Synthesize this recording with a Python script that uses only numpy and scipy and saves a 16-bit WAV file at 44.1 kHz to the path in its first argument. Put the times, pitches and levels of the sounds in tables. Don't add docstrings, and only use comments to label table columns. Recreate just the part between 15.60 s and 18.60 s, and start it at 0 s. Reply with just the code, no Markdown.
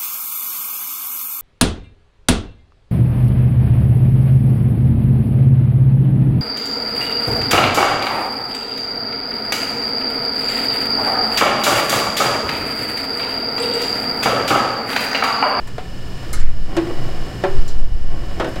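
import sys
import numpy as np
from scipy import signal
from scipy.fft import rfft, irfft, next_fast_len
from scipy.io import wavfile

SR = 44100
rng = np.random.default_rng(int(sys.argv[2]) if len(sys.argv) > 2 else 0)


def boost_factor(decibels):
    exponent = np.asarray(decibels, float) / 20
    return 10 ** exponent


def transcribe(signal):
    frames = np.atleast_2d(signal).T
    limited = np.clip(frames, -1, 1)
    pcm = np.round(limited * 32767).astype(np.int16)
    wavfile.write(sys.argv[1], SR, pcm)


N = 132300


def unit(x):
    return x / np.sqrt(np.mean(x ** 2) + 1e-20)


def along(points, hz):
    f, v = np.transpose(points)
    return np.interp(np.log(hz + 1), np.log(f + 1), v)


def curves(rows):
    start_s, *columns = np.transpose(rows)
    return [np.interp(np.arange(N) / SR, start_s, column) for column in columns]


def filtered(x, response):
    size = next_fast_len(len(x) + SR // 2)
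    return irfft(rfft(x, size) * response(np.fft.rfftfreq(size, 1 / SR)), size)[:len(x)]


def noise(response):
    return unit(filtered(rng.standard_normal(N), response))


def dying(t60s, colour):
    hz, t, z = signal.stft(rng.standard_normal(SR // 2), SR, nperseg=128)
    decay = boost_factor(-60 * t / along(t60s, hz)[:, None])
    return signal.istft(z * colour(hz)[:, None] * decay, SR, nperseg=128)[1][:SR // 2]


def ringing(modes, spot_hz, octaves, contact_s, clean, far_db):
    t = np.arange(SR // 2) / SR
    vary_db = rng.uniform(-1.5, 1.5, len(modes))
    ring = np.zeros(len(t))
    for k, (hz, db, t60) in enumerate(modes):
        loss_db = min(6 * (np.log2(hz / spot_hz) / octaves) ** 2, far_db)
        level = (-1) ** k * boost_factor(db + vary_db[k] - loss_db - 60 * t / t60)
        ring += level * np.sin(2 * np.pi * hz * t)
    push = rng.standard_normal(SR // 10) * np.exp(-t[:SR // 10] / contact_s)
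    push[0] = clean * np.linalg.norm(push)
    return signal.fftconvolve(ring, push / np.linalg.norm(push))[:len(t)]


def add(track, s, sound):
    track[round(s * SR):][:len(sound)] += sound


# pitch_hz [Hz], level_db [dB], t60_s [s]
EDGE = [(280, -3.5, 0.066), (451, -2, 0.047), (600, -3, 0.039), (721, 1, .05), (758, -11.5, 0.33),
        (883, -18, 0.086), (1100, -12, 0.049), (1390, -10, 0.046), (2040, -11, .06)]
SIDE_WALL = [(331, 0, .4), (354, -1.5, .33), (275, -15, .4), (441, -18, .25), (549, -13, .2),
             (587, -13, .14), (678, -11, .2), (755, -15, .15), (1092, -12, .19), (1513, -17, .12),
             (1938, -15, .18), (2266, -19, .14)]
LIP = [(356, -2, .36), (388, -1, .36), (302, -9, .2), (565, -3, .24), (738, -5, .15), (781, -11, .3),
       (1104, -11, .15), (1351, -13, .16), (1599, -11, .1), (1725, -8, .1), (1852, -9, .09),
       (1960, -6, .09), (2089, -9, .08), (2500, -9, .07)]
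TRAY = [(267.6, -5.5, 0.18), (330, -2.5, 0.32), (387, -2.5, 0.14), (495, -4, 0.24), (551, -5.5, 0.55),
        (636, -5.5, .15), (736, -5.5, 0.063), (932, -28, 0.18), (1250, -20, .12), (1430, -12, 0.11),
        (1517, -3.5, 0.086), (1880, -5, 0.064), (2670, -17, .08), (3180, -11, 0.057)]
# start_s [s], level_db [dB], best_driven_hz [Hz], rattle_db [dB], rattle_tilt_db [dB per octave]
BLOWS = [
    (EDGE, [(.074, -45, 1500, -35.5, -3.5), (.181, -18, 600, -29, -5), (.575, -38, 1000, -37, -5), (.628, -39, 970, -34.5, -4)]),
    (SIDE_WALL, [(1.1665, -12.5, 450, -18.5, -4), (1.268, -24, 420, -30, -7), (1.305, -28.5, 330, -35.5, -29), (1.44, -29.5, 402, -34, -6)]),
    (LIP, [(1.8375, -13.5, 770, -15.5, -8)]),
    (TRAY, [(2.798, -22, 500, -16, -7), (2.806, -25, 750, -20.5, -7.5), (2.828, -22, 503, -29, -19), (2.844, -25.5, 1100, -23.5, -5.5), (2.856, -23, 400, -35, -9), (2.875, -23, 500, -36, -5), (2.957, -29, 600, -29, -4.5)]),
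]
# pitch_hz [Hz], t60_s [s]
RATTLE_T60 = [(300, 0.28), (1500, 0.64), (5000, 0.096), (15000, 0.0057)]
RATTLE_RISE_S, RATTLE_HOLD_S = 0.00062, 0.025
CRACK_DB, CRACK_S = 5, 0.0021
MESH_LOW_HZ, MESH_TOP_HZ = 450, 6040


def knocks():
    out, t = np.zeros(N + SR), np.arange(SR // 2) / SR
    hold = 1.56 / (1 + (t / RATTLE_HOLD_S) ** 6)
    crack = boost_factor(CRACK_DB) * np.exp(-t / CRACK_S)
    shape = (1 - np.exp(-t / RATTLE_RISE_S)) * (0.78 + hold + crack)
    for modes, blows in BLOWS:
        for s, db, spot_hz, rattle_db, tilt_db in blows:
            def mesh(hz):
                tilt = boost_factor(tilt_db * np.log2(np.maximum(hz, 500) / 1000))
                low_cut = hz ** 2 / (hz ** 2 + MESH_LOW_HZ ** 2)
                return tilt * low_cut / (1 + (hz / MESH_TOP_HZ) ** 2) ** .5

            rattle = shape * dying(RATTLE_T60, mesh)
            ring = ringing(modes, spot_hz, octaves=1.4, contact_s=0.00083, clean=6, far_db=8)
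            add(out, s, boost_factor(db) * ring + boost_factor(rattle_db) * rattle)
    return out[:N]


# pitch_hz [Hz], level_db [dB], t60_s [s]
WALL = [(323, -1, .4), (348, 0, .45), (387, -2, .35), (505, -9, .2), (563, -3, .3), (678, -8, .15),
        (736, -4, .13), (1060, -12, .14), (1098, -11, .16), (1351, -15, .14), (1530, -13, .12),
        (1940, -12, .12), (2200, -17, .1), (2890, -16, .1)]
# start_s [s], pressure_db [dB]
DRAG = [(.5, -75), (.65, -41), (1.05, -54.5), (1.1, -33.5), (1.45, -34), (1.75, -36.5), (2.05, -43),
        (2.4, -46.5), (2.55, -37), (3, -39.5)]
SLIPS_PER_S, SLIP_SPREAD_DB = 700, 4


def drag():
    happens = rng.random(N) < SLIPS_PER_S / SR
    slips = happens * rng.choice([-1, 1], N) * boost_factor(SLIP_SPREAD_DB * rng.standard_normal(N))
    force = unit(slips) + 0.11 * rng.standard_normal(N)

    def wall(f):
        total = 0
        for hz, db, t60 in WALL:
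            width = 9 / t60
            total = total + boost_factor(db) * width * hz / (hz * hz - f * f + 1j * f * width)
        return total

    return boost_factor(curves(DRAG)[0]) * unit(filtered(force, wall))


# pitch_hz [Hz], level_db [dB], t60_s [s]
TONGS = [(1260, -3, .15), (1700, -9, .1), (2150, -4, .12), (4080, -4, .1), (5190, -7, .13), (6300, -8, .1),
         (7181, -1, .11), (7620, -6, .11), (8096, -1, .08), (9006, -7, .1), (10010, -5, .09),
         (11390, -5, .07), (12790, -8, .08), (13750, -9, .07)]
CLINK_S = [.073, .487, .730, .733, .750, .812, 2.079, 2.888, 2.079, .797]
# level_db [dB], best_driven_hz [Hz], spread_octaves [octaves]
CLINKS = [(-50, 10000, 0.87), (-56, 14000, 0.73), (-29.5, 7400, 1.0), (-25, 1580, .4), (-39, 3900, 0.43),
          (-29.5, 2150, 0.2), (-36, 5160, 0.64), (-49.5, 10000, 0.59), (-45, 15600, .35),
          (-40.5, 4200, 1.0)]
CHATTER_S, SHIMMER_DB = 0.0044, 4.5


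def clinks():
    out = np.zeros(N + SR)
    for s, (db, spot_hz, octaves) in zip(CLINK_S, CLINKS):
        def near_spot(hz):
            return boost_factor(-6 * (np.log2((hz + 50) / spot_hz) / octaves) ** 2)

        shimmer = dying([(1000, 0.61), (15000, 0.053)], near_spot)
        ring = ringing(TONGS, spot_hz, octaves, CHATTER_S, clean=1.0, far_db=45)
        add(out, s, boost_factor(db) * (ring + boost_factor(SHIMMER_DB) * shimmer))
    return out[:N]


# pitch_hz [Hz], t60_s [s]
ROOM_T60 = [(300, .3), (3000, .25), (12000, .13)]


def room(metal):
    tail = dying(ROOM_T60, np.ones_like)
    late = np.pad(metal, (200, 0))
    return boost_factor(-12) * signal.fftconvolve(late, tail / np.linalg.norm(tail))[:N]


# pitch_hz [Hz], width_hz [Hz], level_db [dB]
FAN = [(124.6, 23.4, -36), (174.1, 9.2, -42), (1758, 28, -49.5), (2266, 30, -72.5), (2450, 34, -56),
       (2913, 61, -51), (4590, 190, -60), (5193, 110, -54), (7150, 130, -66), (8120, 870, -63.5),
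       (12800, 4200, -61.5)]
SHAFT_HZ = 21.968
WHINE_DB, WHINE_WIDE_DB, WHINE_WIDEN = -2, -45.5, 1.92


def whine():
    f = SHAFT_HZ * np.arange(2 ** 14 + 1)
    bands = 0
    for hz, width, db in FAN:
        if hz > 1000:
            bands = bands + boost_factor(db) / np.sqrt(width) / (1 + ((f - hz) / (WHINE_WIDEN * width / 2)) ** 2)
    wide = boost_factor(WHINE_WIDE_DB) * (f > 900) * 30 / (f + 1) / (1 + (f / 7000) ** 4)
    level = (boost_factor(WHINE_DB) * bands + wide) * np.sqrt(SHAFT_HZ)
    harmonics = level * (rng.standard_normal(len(f)) + 1j * rng.standard_normal(len(f)))
    turn = irfft(harmonics) * len(f)
    phase = np.arange(N) * SHAFT_HZ / SR % 1
    return np.interp(phase, np.arange(len(turn)) / len(turn), turn)


# pitch_hz [Hz], density_db [dB per Hz]
SHOP = [(29, -7), (50, -4.5), (180, -12), (264, -16), (362, -16), (1780, -36), (1960, -38.5), (4670, -37),
        (16000, -63.5)]


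def shop():
    out = boost_factor(-31) * noise(lambda f: boost_factor(along(SHOP, f))) + whine()
    for hz, width, db in FAN:
        under_db = 8 if hz > 1000 else 0
        out += boost_factor(db - under_db) * noise(lambda f: 1 / (1 + ((f - hz) / (width / 2)) ** 2))
    return out


# start_s [s], draught_db [dB], flutter_db [dB over the draught]
AIR = [(0.0, -24, 6), (0.06, -21, -29), (0.6, -19.5, -9.5), (0.68, -19, -19), (0.79, 1.5, 0.5),
       (1.29, -22.5, -20.5), (1.62, -7.5, -56), (1.75, -48, -4), (2.0, 1, -18.5), (2.05, -14.5, -23),
       (2.19, -9, 2), (2.24, -2, -22), (2.29, -15, 3), (2.52, -5, -14.5), (2.66, -19.5, -3),
       (2.73, -19.5, -6), (2.82, -34, 4), (3.0, -10, -20.5)]
# pitch_hz [Hz], density_db [dB per Hz]
BUFFET = [(3, 14), (9, 33), (18, -11), (28, 4.5), (45, -40), (90, -76)]
FLUTTER = [(15, 5.5), (30, 1.5), (43, 4), (70, -10.5), (110, -16), (200, -37)]
PUFF_S, PUFF_DB, PUFF_HZ, PUFF_WIDTH_S = .847, .1, 9.5, .062
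AIR_TOP_HZ, SWING_TOP = 260, .8


def draught():
    t = np.arange(N) / SR - PUFF_S
    puff = boost_factor(PUFF_DB) * np.cos(2 * np.pi * PUFF_HZ * t) * np.exp(-(t / PUFF_WIDTH_S) ** 2 / 2)
    calm = 1 - np.exp(-(t / .13) ** 6)
    still = 1 - np.exp(-(t / .025) ** 2)
    swing_db, flutter_db = curves(AIR)

    def moving(colour):
        return noise(lambda f: boost_factor(along(colour, f)) * (f > 2) / (1 + (f / AIR_TOP_HZ) ** 8))

    swing = calm * moving(BUFFET)
    flutter = boost_factor(flutter_db) * np.maximum(calm, .3) * still * moving(FLUTTER)
    air = boost_factor(swing_db) * (swing + flutter)
    top = np.clip(.88 - abs(puff), .03, SWING_TOP)
    return puff + top * np.tanh(air / top)


# start_s [s], gain_db [dB]
GAIN = [(0, -4.5), (.3, -2), (.75, 0.5), (.86, -7), (1.05, -4), (1.2, 0.5), (1.95, 1), (2.15, -3.5),
        (2.3, -7.5), (2.5, -5), (2.7, -1), (3, 0.5)]


def scene():
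    metal = knocks() + drag() + clinks()
    background = boost_factor(curves(GAIN)[0]) * shop()
    return (metal + room(metal) + background + draught())[None]


def low_pass(x):
    return signal.sosfilt(signal.butter(12, 16430, fs=SR, output="sos"), x)


def record(dry):
    clipped = np.clip(dry[0], -1, 1)
    band = filtered(clipped, lambda f: np.where(f < 15800, 1, boost_factor(-19)))
    return low_pass(band[None])


dry = scene()
out = record(dry)
transcribe(out)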